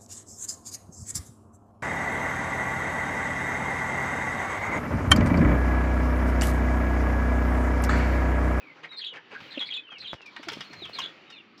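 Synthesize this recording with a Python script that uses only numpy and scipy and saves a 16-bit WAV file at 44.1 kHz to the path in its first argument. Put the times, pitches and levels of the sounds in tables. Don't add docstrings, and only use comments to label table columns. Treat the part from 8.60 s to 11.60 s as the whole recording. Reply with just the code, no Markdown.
import sys
import numpy as np
from scipy import signal
from scipy.io import wavfile
from scipy.ndimage import uniform_filter1d

SR = 44100
rng = np.random.default_rng(int(sys.argv[2]) if len(sys.argv) > 2 else 0)


def file_out(sig):
    cols = np.atleast_2d(sig).T
    lim = np.clip(cols, -1, 1)
    pcm = np.round(lim * 32767).astype(np.int16)
    wavfile.write(sys.argv[1], SR, pcm)


def elevation(decibels):
    levels = np.asarray(decibels, float)
    return 10 ** (levels / 20)


N = 132300
T = np.arange(N) / SR
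TIP_HZ, TIP_WIDTH_HZ = 13000, 18000

# frequency in Hz, level in dB per Hz.
TOWN_COLOUR = [(40, -36), (100, -7.5), (300, 1.5), (650, -5), (2500, -4), (4600, -13.5), (6800, -35),
               (8600, -54), (15800, -48.5)]
# time in seconds, level in dB.
FLOCK_STIR = [(0, 1), (.2, -1), (.5, -4.5), (.67, 0), (.85, 4.5), (1.15, -1), (1.26, -5.5), (1.45, -1.5),
              (1.6, -2.5), (1.73, 1), (2.2, 4), (2.55, 2), (2.9, -2.5), (3, -1.5)]
# start in seconds, length in seconds, first pitch in Hz, last pitch in Hz, level in dB.
PEEPS = [(.0, 0.052, 2644, 2207, -54), (0.048, 0.083, 2317, 1985, -55), (.285, 0.1, 3880, 3607, -49.5),
         (2.779, 0.038, 2887, 2660, -50), (0.318, 0.026, 2155, 2040, -51),
         (0.498, 0.037, 3063, 2800, -45.5), (.835, 0.086, 3200, 2364, -56),
         (1.06, 0.027, 2250, 2140, -47.5), (.998, .06, 3410, 3400, -39), (0.319, .03, 4300, 4090, -55.5),
         (1.164, 0.026, 2620, 2470, -38), (1.231, 0.07, 3130, 2850, -56.5),
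         (1.298, 0.091, 3248, 2523, -48.5), (1.263, 0.12, 2740, 2125, -55), (1.396, 0.032, 4150, 4010, -48),
         (1.463, 0.066, 3950, 3716, -50), (1.548, 0.045, 3030, 2770, -54.5),
         (1.596, 0.045, 2800, 2650, -49.5), (1.652, .04, 2450, 2250, -47), (2.048, 0.17, 4290, 4090, -54.5),
         (2.203, 0.056, 4100, 2950, -43.5), (2.27, 0.073, 3050, 2780, -58.5),
         (2.262, 0.067, 2600, 2578, -56.5), (2.344, 0.03, 2450, 2180, -49),
         (2.668, 0.13, 3775, 3490, -57.5), (2.718, 0.053, 4380, 3760, -60),
         (2.698, 0.081, 3015, 2245, -53.5), (2.763, 0.042, 3740, 2735, -56.5)]
# start in seconds, level in dB, centre in Hz, length in seconds.
KNOCKS = [(0.093, -51, 2160, 0.0078), (0.236, -43.5, 1970, 0.021), (0.387, -48, 1850, 0.024),
          (0.564, -41, 1710, 0.023), (0.586, -47.5, 937, 0.0088), (.726, -52, 1340, 0.01),
          (0.746, -41, 1540, 0.025), (.933, -43, 1890, 0.018), (1.01, -51, 1260, 0.013),
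          (1.013, -45, 2030, 0.004), (1.086, -40, 2228, 0.0078), (1.163, -50.5, 1060, 0.009),
          (1.287, -52.5, 1300, .01), (1.314, -59, 1240, 0.02), (1.419, -48, 2300, 0.019),
          (1.431, -51, 1400, 0.0083), (1.529, -65, 14600, 0.0062), (1.764, -38.5, 1740, 0.0083),
          (1.763, -44, 3960, 0.0056), (1.766, -40.5, 1080, 0.0092), (1.828, -50, 1970, 0.014),
          (1.884, -37.5, 1006, .012), (1.885, -36, 4350, 0.0096), (1.896, -37, 3320, 0.0077),
          (1.916, -39, 2540, .008), (1.929, -40, 3100, 0.013), (1.943, -52, 2710, 0.0066),
          (1.96, -54, 3980, 0.0059), (1.969, -47.5, 1170, 0.007), (2.006, -43, 1660, 0.0075),
          (2.008, -40.5, 3130, 0.0098), (2.022, -63, 2350, 0.0037), (2.037, -65, 2970, 0.0079),
          (2.134, -44, 1790, 0.0075), (2.253, -40.5, 3150, .012), (1.12, -32, 3000, 0.0081),
          (.974, -40, 2650, .012), (2.199, -46, 1190, 0.0042), (2.255, -49, 1130, 0.0089),
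          (2.383, -38, 1065, 0.0083), (2.388, -57, 3270, 0.0068), (2.389, -40, 6060, 0.0077),
          (2.413, -47, 1630, 0.013)]
# start in seconds, length in seconds, level in dB, centre in Hz, thin top hiss in dB.
SWISHES = [(0.146, 0.077, -54, 1180, -23), (0.226, 0.041, -45.5, 1850, -38),
           (0.304, 0.054, -54.5, 1580, -41), (0.525, 0.065, -46, 1700, -39), (0.701, 0.07, -46, 1620, -35),
           (0.804, 0.086, -62, 2280, -4), (0.893, 0.13, -56, 1920, -12), (0.999, 0.038, -46, 1426, -17),
           (1.315, 0.021, -49, 1460, -37), (1.414, 0.029, -55, 2050, -2), (1.858, 0.24, -53.5, 2570, 0.5),
           (2.124, 0.023, -52, 1620, -32), (2.226, 0.058, -71, 1540, -20), (2.322, 0.15, -50, 2140, 2),
           (2.412, .11, -52.5, 2050, -13), (1.084, 0.089, -57.5, 2200, -29), (1.5, 0.053, -63, 1500, 2)]
# seconds from start, pitch in Hz, level in dB, rasp 0 to 1.
CHIRRUP_FALL = [(0, 4235, -11.5, .45), (.012, 4150, -7.5, 0.6), (.028, 4150, -4.5, .9),
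                (.045, 3650, -11, 0.7), (.056, 3250, 1.5, .3), (.07, 3180, 0.5, .4), (.082, 2600, 8.5, .6)]
# seconds from start, pitch in Hz, level in dB, rasp 0 to 1.
CHIRRUP_HOLD = [(.08, 4068, 10.5, 0.77), (.088, 3680, 3, 0.3), (.102, 3408, 8, 0.38), (.125, 3400, 4, 0.58),
                (.135, 3368, -11, .25), (.165, 3350, -18, .2)]
# start in seconds, level in dB, pitch factor, second part in dB, its lateness in ms.
CHIRRUPS = [
    (0.364, -35.5, 1, -5, 0.17),
    (.903, -38.5, 0.97, -2.5, 8.4),
    (1.052, -37.5, 1.01, -2.5, 2.8),
    (1.39, -40.5, 1.001, -2.5, 1.65),
    (2.329, -36, 1.0, -5, 6.75),
]
# start in seconds, peak in dB, pitch in Hz, length in seconds.
THUMPS = [
    (0.528, -49, 465, 0.017),
    (0.731, -46.5, 399, 0.023),
    (0.976, -30.5, 268.6, 0.022),
    (1.798, -43, 278, 0.02),
    (1.873, -38.5, 317, 0.04),
    (1.919, -42.5, 404, 0.035),
    (1.973, -35.5, 267, 0.01),
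    (2.104, -45, 278, 0.02),
    (2.223, -40, 337, 0.017),
    (2.295, -42.5, 603, 0.0043),
]
# start in seconds, length in seconds, level in dB.
GUSTS = [
    (0.768, 0.1, -59),
    (1.364, 0.12, -63),
    (1.521, 0.036, -47.5),
    (1.842, 0.21, -54.5),
    (2.05, 0.313, -57),
    (2.407, 0.041, -59.5),
]
# time in seconds, feather crack in dB, wing in dB over crack,
# tip hiss in dB over crack, time to die by 60 dB in seconds.
SLAPS = [(0.8056, -62.5, 28.5, -23, 0.084), (1.0117, -47.5, 21, -35, 0.042),
         (1.385, -36, -20.5, -44, 0.048), (1.5287, -43.5, 2, -38, 0.14), (1.6177, -43.5, -1.5, -47, 0.048),
         (1.6621, -41, -1, -18.5, 0.066), (1.7655, -53.5, 32, -24, 0.03), (1.8304, -44.5, 11, -16, 0.11),
         (1.886, -29, 7, -16.5, 0.052), (1.8878, -27, 2, -18, .015), (1.92, -41.5, 10, -9, 0.1),
         (1.958, -38, -2, -12, .02), (1.933, -21.5, -4.5, -25, 0.03), (1.977, -45, 2, -26, 0.054),
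         (2.0086, -28.5, 5.5, -28, 0.042), (2.1318, -35.5, 1.5, -21, 0.057), (2.255, -44, 19, -12, 0.027),
         (2.294, -53.5, 12, -5, 0.095), (2.388, -29, 2.5, -15, 0.069), (2.7037, -42.5, 3.5, -26, 0.09),
         (2.979, -48, -18, -25, 0.21)]
# time in seconds, peak in dB, push in ms.
TAPS = [
    (1.5322, -18.5, 0.15),
    (1.5354, -29.5, 0.22),
    (1.5413, -25.5, 0.074),
    (1.5467, -33.5, 0.32),
    (1.6075, -32, 0.1),
    (2.297, -28.5, 0.2),
]


def band(x, hz, width_hz):
    low = np.sqrt(hz ** 2 + width_hz ** 2 / 4) - width_hz / 2
    high = min(low + width_hz, .45 * SR)
    return signal.sosfilt(signal.butter(3, [low, high], "band", fs=SR, output="sos"), x)


def unit(x):
    return x / np.sqrt(np.mean(np.abs(x) ** 2))


def walk(rate):
    k = max(int(SR / rate), 1)
    return unit(uniform_filter1d(uniform_filter1d(rng.standard_normal(N), k), k))


def hump(start, length, edge):
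    inside = np.minimum(T - start, start + length - T)
    return np.sin(np.pi / 2 * np.clip(inside / edge, 0, 1)) ** 2


def hoarse(hz):
    noise = rng.standard_normal(N) + 1j * rng.standard_normal(N)
    return unit(signal.sosfilt(signal.butter(3, hz, fs=SR, output="sos"), noise))


def whistle(hz, env, flutter, octave_db):
    tone = flutter * np.exp(2j * np.pi * np.cumsum(hz) / SR)
    return env * np.sqrt(2) * np.real(tone + elevation(octave_db) * tone ** 2)


def town():
    level_db, swell_db, flicker_db, treble_stir = -53.5, .4, 2.1, 1.3
    hum = 0
    colour_hz, colour_db = np.array(TOWN_COLOUR).T
    stir = np.interp(T, *np.array(FLOCK_STIR).T) + swell_db * walk(3.2)
    for hz in 36 * 2 ** np.arange(0, 8.9, .3):
        follow = 1 + treble_stir * max(np.log2(hz / 2500), 0)
        db = np.interp(np.log(hz), np.log(colour_hz), colour_db) + stir * follow + flicker_db * walk(5.3)
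        hum = hum + elevation(db) * band(rng.standard_normal(N), hz, hz / 4.8)
    return unit(hum) * elevation(level_db)


def chicks():
    rough, bend, octave_db, edge_s = .6, 1.5, -40, .008
    flutter = unit(1 + rough * (walk(150) + 1j * walk(180)))
    out = 0
    for start, length, first_hz, last_hz, db in PEEPS:
        glide = np.clip((T - start) / length, 0, 1) ** bend
        env = elevation(db) * hump(start, length, edge_s)
        out = out + whistle(first_hz + (last_hz - first_hz) * glide, env, flutter, octave_db)
    return out


def knocks():
    q, edge = 3.9, 0.37
    out = np.zeros(N)
    puffs = rng.standard_normal((len(KNOCKS), SR // 16))
    for (start, db, hz, length), noise in zip(KNOCKS, puffs):
        first = int(start * SR)
        at = slice(first, first + len(noise))
        puff = noise * hump(start, length, edge * length)[at]
        out[at] += elevation(db) * band(puff, hz, hz / q) * np.sqrt(SR / 2 * q / hz)
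    return out


def swishes():
    riffle_hz, riffle_db, q = 220, 2.5, 0.95
    hiss_db, top_db, push_db = -19.5, -26, -7.5
    quills = np.sin(2 * np.pi * np.cumsum(riffle_hz * (1 + 0.146 * walk(29.2))) / SR)
    air = unit(rng.standard_normal(N) * elevation(riffle_db * (quills + 0.62 * walk(570))))
    hiss = elevation(hiss_db) * unit(band(air, 5300, 1600))
    push = elevation(push_db) * unit(band(air, 337, 580))
    top = unit(band(air, TIP_HZ, TIP_WIDTH_HZ))
    out = 0
    for start, length, db, hz, thin_db in SWISHES:
        swish = unit(band(air, hz, hz / q)) + hiss + elevation(top_db + thin_db) * top + push
        out = out + elevation(db) * hump(start, length, 0.25 * length) * swish
    return out


def sparrows():
    rough, rough_hz, rasp_hz, octave_db, sub_db = .7, 200, 480, -35, -19.5
    flutter = unit(1 + rough * (walk(rough_hz) + 1j * walk(rough_hz)))
    cloud = hoarse(rasp_hz)
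    out = 0
    for start, db, pitch, hold_db, late_ms in CHIRRUPS:
        parts = ((CHIRRUP_FALL, 0, start), (CHIRRUP_HOLD, hold_db, start + late_ms / 1000))
        for part, part_db, begin in parts:
            t, part_hz, part_level, part_rasp = np.array(part).T
            u = T - begin
            hz = pitch * np.interp(u, t, part_hz)
            env = elevation(db + part_db + np.interp(u, t, part_level)) * hump(begin + t[0], t[-1] - t[0], .005)
            rasp = np.clip(np.interp(u, t, part_rasp), 0, 1)
            throat = np.sqrt(1 - rasp * rasp) * flutter + rasp * cloud
            out = out + whistle(hz, env, throat, octave_db)
            out = out + whistle(hz / 2, env * rasp ** 2 * elevation(sub_db), cloud, -np.inf)
    return out


def thumps():
    level_db, octave_db, sag, bite, lead_s = 2, -5, 0.15, 0.17, 0.00365
    out = 0
    for start, db, hz, length in THUMPS:
        u = np.clip((T - start + lead_s) / length, 0, 1)
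        phase = 2 * np.pi * hz * length * (u + sag * u * (1 - u))
        octave = elevation(octave_db + bite * (db + 26.5)) * np.sin(2 * phase)
        env = elevation(db + level_db) * np.sin(np.pi * u ** 0.46) ** 2
        out = out + env * (np.sin(phase) + octave)
    return out


def gusts():
    rumble = unit(band(rng.standard_normal(N), 137.4, 143))
    return rumble * sum(elevation(db) * hump(start, length, 0.3 * length) for start, length, db in GUSTS)


def slaps():
    attack_s, grain_db, level_db = 0.0032, 1.5, -7.5
    grain = rng.standard_normal(N) * elevation(grain_db * walk(600))
    envs = np.zeros((3, N))
    for time, crack_db, wing_db, tip_db, t60 in SLAPS:
        u = np.maximum(T - time + attack_s, 0)
        levels = elevation(crack_db + level_db + np.array([[0], [wing_db], [tip_db]]))
        envs += levels * np.minimum(u / attack_s, 1) * 1000. ** (-u / t60)
    bands = ((4300, 2040), (1610, 2710), (TIP_HZ, TIP_WIDTH_HZ))
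    return sum(band(env * grain, hz, width) * np.sqrt(SR / 2 / width) for env, (hz, width) in zip(envs, bands))


def taps():
    out = 0
    for time, db, push_ms in TAPS:
        u = (T - time) / push_ms * 1000
        dip = np.exp(-u ** 2)
        rebound = 0.6 * np.exp(-((u - 2.4) / 2.3) ** 2)
        out = out + elevation(db) * (rebound - dip)
    return out


def wall_echo(birds):
    level_db, t60_s, top_hz, gap_s = -9, 0.13, 5500, .004
    t = T[:SR // 2]
    tail = rng.standard_normal(SR // 2) * 1000. ** (-t / t60_s) * (t > gap_s)
    tail = signal.sosfilt(signal.butter(1, top_hz, fs=SR, output="sos"), tail)
    return elevation(level_db) * signal.fftconvolve(birds, tail / np.sqrt(np.sum(tail ** 2)))[:N]


def scene():
    birds = chicks() + knocks() + swishes() + sparrows() + slaps()
    return (birds + wall_echo(birds) + town() + thumps() + gusts() + taps())[None]


def low_pass(x):
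    return signal.sosfilt(signal.butter(12, 16170, fs=SR, output="sos"), x)


def record(dry):
    x = signal.sosfilt(signal.ellip(10, .2, 70, 15900, fs=SR, output="sos"), dry)
    mix = signal.sosfilt(signal.butter(2, 45, "high", fs=SR, output="sos"), x)
    return low_pass(mix)


dry = scene()
out = record(dry)
file_out(out)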